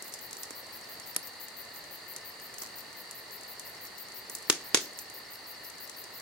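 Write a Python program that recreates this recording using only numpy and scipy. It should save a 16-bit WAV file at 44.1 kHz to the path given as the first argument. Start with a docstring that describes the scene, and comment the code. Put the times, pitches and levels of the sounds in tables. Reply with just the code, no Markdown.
"""A bed of embers glows outdoors at night: shaped noise bursts make the charcoal tick and crumble,
and three times the wood pops, answered by the surroundings. A katydid rasps at a high pitch as a row
of tooth clicks per wing stroke. One cricket trills and another chirps with gliding tones, in front of
a far chorus of fluttering noise bands and the soft rush of the night air, which is coloured noise."""
import sys
import numpy as np
from scipy import signal
from scipy.fft import rfft, irfft, next_fast_len
from scipy.io import wavfile
from scipy.ndimage import uniform_filter1d, map_coordinates

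SR = 44100
rng = np.random.default_rng(int(sys.argv[2]) if len(sys.argv) > 2 else 0)


def to_wav(sig):
    """Store sig (one row per channel, or 1-D mono) as 16-bit WAV at the path in sys.argv[1].

    Samples outside -1..1 are clipped; the rate is SR.
    """
    pcm = np.clip(np.atleast_2d(sig), -1, 1) * 32767
    pcm = np.round(pcm).astype(np.int16)
    wavfile.write(sys.argv[1], SR, pcm.T)  # frames by channels


N = 273861

# Wood that bursts. Each row: start in seconds, level in dB, time the burst takes to fall 60 dB in
# seconds, echo in dB against the crack, steam squeak in dB against the crack.
POPS = [(1.1632, -26, 0.016, -17.5, 5.5), (4.4992, -10, .024, -13, -15), (4.7455, -9, 0.038, -9.5, -21)]
# Sound of a bursting pocket in the wood. Each row: frequency in Hz, strength per Hz in dB.
BURST = [(30, -36), (90, -22), (170, -8), (230, -9), (300, 1.5), (420, 0.5), (560, -10), (850, -10),
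         (1200, -6), (2400, -7.5), (4000, -6), (6500, -4.5), (10000, -14), (16000, -31)]
# Sound of steam escaping through a crack. Each row: frequency in Hz, strength per Hz in dB.
SQUEAK = [(100, -33), (3700, -68), (5500, -13.5), (9900, -9.5), (10500, 2.5), (11100, -0.5), (11800, -10),
          (12800, -11), (14000, -32)]


def pops():
    """Steam bursts a pocket in the wood: a hard crack, a splintering decay, a brief squeak."""
    out = np.zeros((2, N))
    t = np.arange(SR // 20) / SR
    for s, db, t60, echo_db, squeak_db in POPS:
        force = amp(-60 * t / t60) + 0.88 * amp(-60 * t / 0.018)
        for spectrum, part_db in (BURST, 0), (SQUEAK, squeak_db):
            burst = amp(echo_db) * blow(surroundings())
            crack = blow(ports(rupture(force)))
            add(burst, 0, crack)
            add(out, s, amp(db + part_db) * blow(coloured(burst, spectrum)))
    return panned(out, left_db=-0.3)


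# Charcoal that splits. Each row: start in seconds, level in dB, knock in the log in dB against the tick.
TICKS = [(.024, -34.5, -10.5), (.139, -32.5, -21), (.31, -39.5, -12), (.3303, -33.5, -15),
         (.369, -38.5, -12), (0.4332, -31.5, -22), (.507, -35, -4), (.9988, -39.5, -20), (1.4842, -40, -24),
         (2.1635, -32.5, -17), (2.583, -35.5, -20), (2.619, -36, -7), (3.111, -36, -30),
         (3.5965, -34.5, -20), (4.2975, -33, -11.5), (4.351, -29.5, -31), (4.9889, -32.5, -23),
         (5.1, -40.5, -15), (5.8968, -36.5, -17), (6.04, -41, -14)]
TICK_HZ, TICK_SPREAD = 7200, 0.057  # the charcoal's ring and its relative scatter from tick to tick


def ticks(count=50, faint_db=-51, faint_range_db=9, faint_knock_db=-20):
    """Charcoal splits in tiny bright ticks, some knocking the log; fainter ones fall at random."""
    out = np.zeros((2, N))
    t = np.arange(SR // 20) / SR
    faint = [(u * N / SR, faint_db + faint_range_db * v, faint_knock_db) for u, v in rng.random((count, 2))]
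    for s, db, knock_db in TICKS + faint:
        hz = TICK_HZ * np.exp(rng.normal(0, TICK_SPREAD))
        force = amp(-60 * t / 0.002) + 0.32 * amp(-60 * t / 0.024)
        split = ports(rupture(force))
        ring = blow(resonant(resonant(split, hz, width_hz=6600), hz, width_hz=6600))
        knock = blow(resonant(coloured(split, BURST), 400, width_hz=1040))
        add(out, s, amp(db) * (ring + amp(knock_db) * knock))
    return out + amp(-10) * echo(out)


def crumble(start_s=2.62, level_db=-42.5, t60=0.27, grain_hz=6000, knock_db=-5, share=.006):
    """A little charcoal gives way and trickles down onto the wood in separate fine grains."""
    out = np.zeros((2, N))
    t = np.arange(SR // 5) / SR
    falls = rng.random(len(t)) < share  # only this share of the samples carries a grain
    grains = ports(rng.standard_normal((2, len(t))) * falls)
    hiss = unit(resonant(grains, grain_hz, width_hz=3200))
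    knock = unit(resonant(grains, 1100, width_hz=920))
    add(out, start_s, amp(level_db - 60 * t / t60) * (hiss + amp(knock_db) * knock))
    return out


# The katydid's runs of evenly paced wing strokes. Each row: end of the first stroke in seconds,
# end of the last stroke in seconds, strokes a second.
STROKE_RUNS = [(.097, 2.808, 5.9), (3.02, 3.2, 6.4), (3.368, 6.186, 6.03)]
# Sound of the katydid's wing. Each row: frequency in Hz, strength in dB.
WING = [(3000, -50), (9500, -22), (11000, -10), (12100, -3.5), (12900, -6), (13900, -4), (14700, 0),
        (16000, -3), (17000, -40)]


def katydid(level_db=-51, stroke_s=.053, slowing=0.36, snap_db=-3, count=29):
    """A scraper runs over the teeth of the wing's file, slowing as it goes, and ends in a falling zip."""
    out = np.zeros((2, N))
    t = np.arange(SR // 200) / SR
    u = np.arange(count) / count  # how far along the file each tooth sits
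    force = amp(-60 * t / .0018)
    for s in np.concatenate([paced(*run) for run in STROKE_RUNS]):
        to_go = 1 - (1 - slowing) * u - slowing * u ** 2
        times = s - stroke_s * to_go * rng.normal(1, .02) + rng.normal(0, .00003, count)
        # the bite grows, then eases near the end
        bite_db = np.interp(u, [0, .35, .85, 1], [-4, -1, 1, -2])
        sizes = amp(bite_db + rng.normal(0, 0.68, count))
        tooth = blow(ports(rupture(force, size=12)))  # within a stroke the teeth sound nearly alike
        for when, size in zip(times, sizes):
            scratch = blow(pair(len(t), alike=0.89) * force)
            add(out, when, size * (tooth + 0.73 * scratch))
        closing = np.minimum(t / 0.00245, 1)
        zip_hz = rng.normal(13870, 270) - 3800 * closing
        snap = np.sin(np.pi * closing) * np.sin(2 * np.pi * np.cumsum(zip_hz) / SR)
        add(out, s - .0013, amp(snap_db) * blow(snap))
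    rasp = coloured(out, WING)
    return amp(level_db) * unit(panned(rasp + amp(-7) * echo(rasp), left_db=5.5))


# How the trilling cricket sings over time. Each row: time in seconds, pulses a second, level in dB.
TRILL = [(0, 58, -62), (.4, 69, -57), (0.599, 61.5, -54.5), (1.1, 61.7, -55), (1.802, 68, -56),
         (2.6, 56, -55.5), (3.6, 59.8, -56), (4.2, 60, -55.5), (6.2, 56.4, -56)]


def trilling_cricket(top_hz=4730, fall_hz=650, overtone_db=-12):
    """Each wing closure is a short tone that sags in pitch, with a weak octave."""
    s, rate, db = np.transpose(TRILL)
    t = np.arange(N) / SR
    cycle = np.cumsum(np.interp(t, s, rate)) / SR % 1
    closure = np.minimum(cycle / .58, 1)  # silent for the rest of the cycle
    pitch = top_hz - fall_hz * closure ** 2 + 50 * wobble(250)
    phase = 2 * np.pi * np.cumsum(pitch) / SR
    tone = np.sin(phase) + amp(overtone_db) * np.sin(2 * phase)
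    song = panned(np.sin(np.pi * closure) * amp(1.3 * wobble(40)) * tone, left_db=0)
    return amp(np.interp(t, s, db)) * unit(song + amp(-6.5) * echo(song))


# The chirping cricket's phrases. Each row: first chirp in seconds, last chirp in seconds,
# chirps a second, top pitch in Hz, level in dB.
CHIRP_PHRASES = [(.042, 1.24, 10, 5500, -57), (2.218, 3.576, 10.3, 5340, -59.5),
                 (3.675, 6.147, 10.1, 5487, -57)]


def chirping_cricket(bend_hz=520, length_s=.034):
    """About ten thin chirps a second arch up and fall away; each phrase has its own pitch and strength."""
    out = np.zeros((2, N))
    u = np.linspace(-1, 1, int(length_s * SR))  # from start to end of a chirp
    for first_s, last_s, rate, top_hz, db in CHIRP_PHRASES:
        for s in paced(first_s, last_s, rate):
            pitch = top_hz + rng.normal(0, 20) - bend_hz * (u + 0.14) ** 2
            size = amp(db + rng.normal(0, 1.7)) * np.cos(np.pi * u / 2)
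            add(out, s - length_s / 2, size * np.sin(2 * np.pi * np.cumsum(pitch) / SR))
    return panned(out + amp(-16) * echo(out), left_db=10)


# Far crickets by kind. Each row: middle pitch in Hz, width of the band in Hz, level in dB,
# pulses a second.
CHORUS = [(1810, 140, -58, 27), (1983, 255, -57, 36), (2820, 190, -65.5, 27), (4233, 600, -54.5, 52),
          (4630, 500, -57, 75)]


def chorus(depth=0.21, count=3):
    """Far crickets merge into narrow bands that flutter with the pulses of the nearest singers."""
    out = np.zeros((2, N))
    for centre, width, db, rate in CHORUS:
        band = diffuse(lambda hz: 2 ** -(2 * ((hz - centre) / width) ** 2))
        pulses = np.zeros(N)
        for _ in range(count):
            singer_rate = rate * np.exp(rng.normal(0, .2) + 0.0597 * wobble(3))
            pulses += np.sin(2 * np.pi * np.cumsum(singer_rate) / SR)
        out += amp(db + 0.26 * wobble(3.73)) * unit(band * np.exp(depth / 2 * pulses))
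    return out


# Sound of the night air. Each row: frequency in Hz, strength per Hz in dB.
AIR = [(20, -23), (50, -12.5), (110, -4), (220, -4.5), (450, 0), (750, -0.5), (1250, -2), (1600, -5.5),
       (2400, -7), (3300, -10.5), (6200, -11.5), (9000, -12.5), (10500, -17), (16000, -17)]


def air(level_db=-50):
    """The soft, nearly even rush of the night: coloured noise from all around."""
    sway = amp(.4 * wobble(3))
    return amp(level_db) * sway * diffuse(lambda hz: amp(along(AIR, hz)))


# How alike left and right are. Each row: frequency in Hz, likeness from 0 (unrelated) to 1 (the same).
ALIKE = [(60, 0.99), (150, 0.51), (380, 0.65), (950, 0.53), (2380, 0.27), (5980, 0.21), (15000, 0.03)]


def diffuse(gain):
    """Stereo noise of rms 1 that arrives from all around."""
    def shape(hz):
        turn = np.arccos(np.clip(along(ALIKE, hz), -1, 1)) / 2
        return gain(hz) * np.array([np.cos(turn), np.sin(turn)])

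    mid, side = filtered(rng.standard_normal((2, N)), shape)
    return unit(np.array([mid + side, mid - side]))


# How long the surroundings ring. Each row: frequency in Hz, time to fall 60 dB in seconds.
ECHO = [(100, 0.24), (350, 0.35), (1000, 0.19), (5000, 0.3), (9000, 0.27), (15000, 0.13)]


def surroundings(wall_s=0.0284, wall_db=8, build_s=0.011):
    """Scatter from ground and bushes, with a stronger return from a wall; energy 1 on the left."""
    hz, t, z = signal.stft(ports(rng.standard_normal((2, SR // 3))), SR, nperseg=256)
    fade = amp(-60 * t / along(ECHO, hz)[:, None])
    tail = signal.istft(z * fade, SR, nperseg=256)[1]
    t = np.arange(tail.shape[1]) / SR
    wall = amp(wall_db * np.exp(-((t - wall_s) / 0.0021) ** 2))
    tail *= (1 - np.exp(-t / build_s)) * wall
    return tail / np.linalg.norm(tail[0])


def echo(x):
    """The answer of the surroundings to x."""
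    answer = surroundings(wall_s=0.0203, wall_db=9, build_s=0.00073)
    return signal.fftconvolve(x, answer, axes=1)[:, :N]


def rupture(force, size=24):
    """A burst of tiny fractures under the force curve, with its energy spread evenly over all pitches."""
    z = rfft(rng.standard_normal((2, len(force))) * force, 2 * len(force))
    even = z / np.sqrt(np.abs(uniform_filter1d(np.abs(z) ** 2, size)) + 1e-12)
    return irfft(even)[:, :len(force)]


def ports(x, apart_hz=1500):
    """Two unrelated signals become left and right: alike in the bass, apart in the treble."""
    side = signal.lfilter(*signal.butter(1, apart_hz, "highpass", fs=SR), x[1])
    return np.array([x[0] + side, x[0] - side])


def pair(length, alike):
    """Two white noises with the given likeness."""
    a, b = rng.standard_normal((2, length))
    turn = np.arccos(np.clip(alike, -1, 1)) / 2
    return np.array([np.cos(turn) * a + np.sin(turn) * b, np.cos(turn) * a - np.sin(turn) * b])


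def panned(x, left_db):
    """x placed between the ears, left_db louder on the left than on the right."""
    return x * amp([[left_db / 2], [-left_db / 2]])


def resonant(x, hz, width_hz):
    """x through one resonance."""
    return signal.lfilter(*signal.iirpeak(hz, hz / width_hz, SR), x)


def coloured(x, spectrum, size=2048):
    """x through a filter with the given (Hz, dB) spectrum that never sounds before its input."""
    cepstrum = irfft(np.log(amp(along(spectrum, np.fft.rfftfreq(size, 1 / SR)))))
    # fold the second half onto the first, so that the filter responds as early as it can
    cepstrum[1:size // 2] *= 2
    cepstrum[size // 2 + 1:] = 0
    response = irfft(np.exp(rfft(cepstrum)))
    return signal.fftconvolve(x, response[None], axes=1)[:, :x.shape[1]]


def filtered(x, response):
    """x times a response of frequency."""
    m = next_fast_len(N + SR // 2)
    return irfft(rfft(x, m) * response(np.fft.rfftfreq(m, 1 / SR)), m)[..., :N]


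def along(points, hz):
    """(Hz, value) points joined on a log axis."""
    f, v = np.transpose(points)
    return np.interp(np.log(hz + 1), np.log(f + 1), v)


def wobble(rate):
    """A smooth random curve, rate knots a second."""
    knots = rng.standard_normal(int(N * rate / SR) + 4)
    return map_coordinates(knots, [np.arange(N) * rate / SR])


def paced(first_s, last_s, rate):
    """Evenly spaced moments from the first to the last, about rate a second."""
    return np.linspace(first_s, last_s, round((last_s - first_s) * rate) + 1)


def amp(db):
    """Decibels to gain."""
    return 10 ** (np.asarray(db) / 20)


def unit(x):
    """Scaled to rms 1."""
    return x / np.sqrt(np.mean(x ** 2) + 1e-20)


def blow(x):
    """A short sound scaled to the energy of 3 ms at rms 1."""
    return x / np.sqrt(np.sum(x ** 2) / (2 * .003 * SR))


def add(track, s, x):
    """Mix x into the track at time s."""
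    start = max(round(s * SR), 0)
    part = track[..., start:start + x.shape[-1]]
    part += x[..., :part.shape[-1]]


def scene():
    """The embers, the insects and the night air together."""
    embers = pops() + ticks() + crumble()
    insects = katydid() + trilling_cricket() + chirping_cricket() + chorus()
    return embers + insects + air()


def record(dry, top_hz=15900):
    """The loudest peaks are rounded off; nothing passes above top_hz."""
    rounded = dry / (1 + (dry / .9) ** 4) ** (1 / 4)
    return filtered(rounded, lambda hz: hz < top_hz)


dry = scene()
out = record(dry)
to_wav(out)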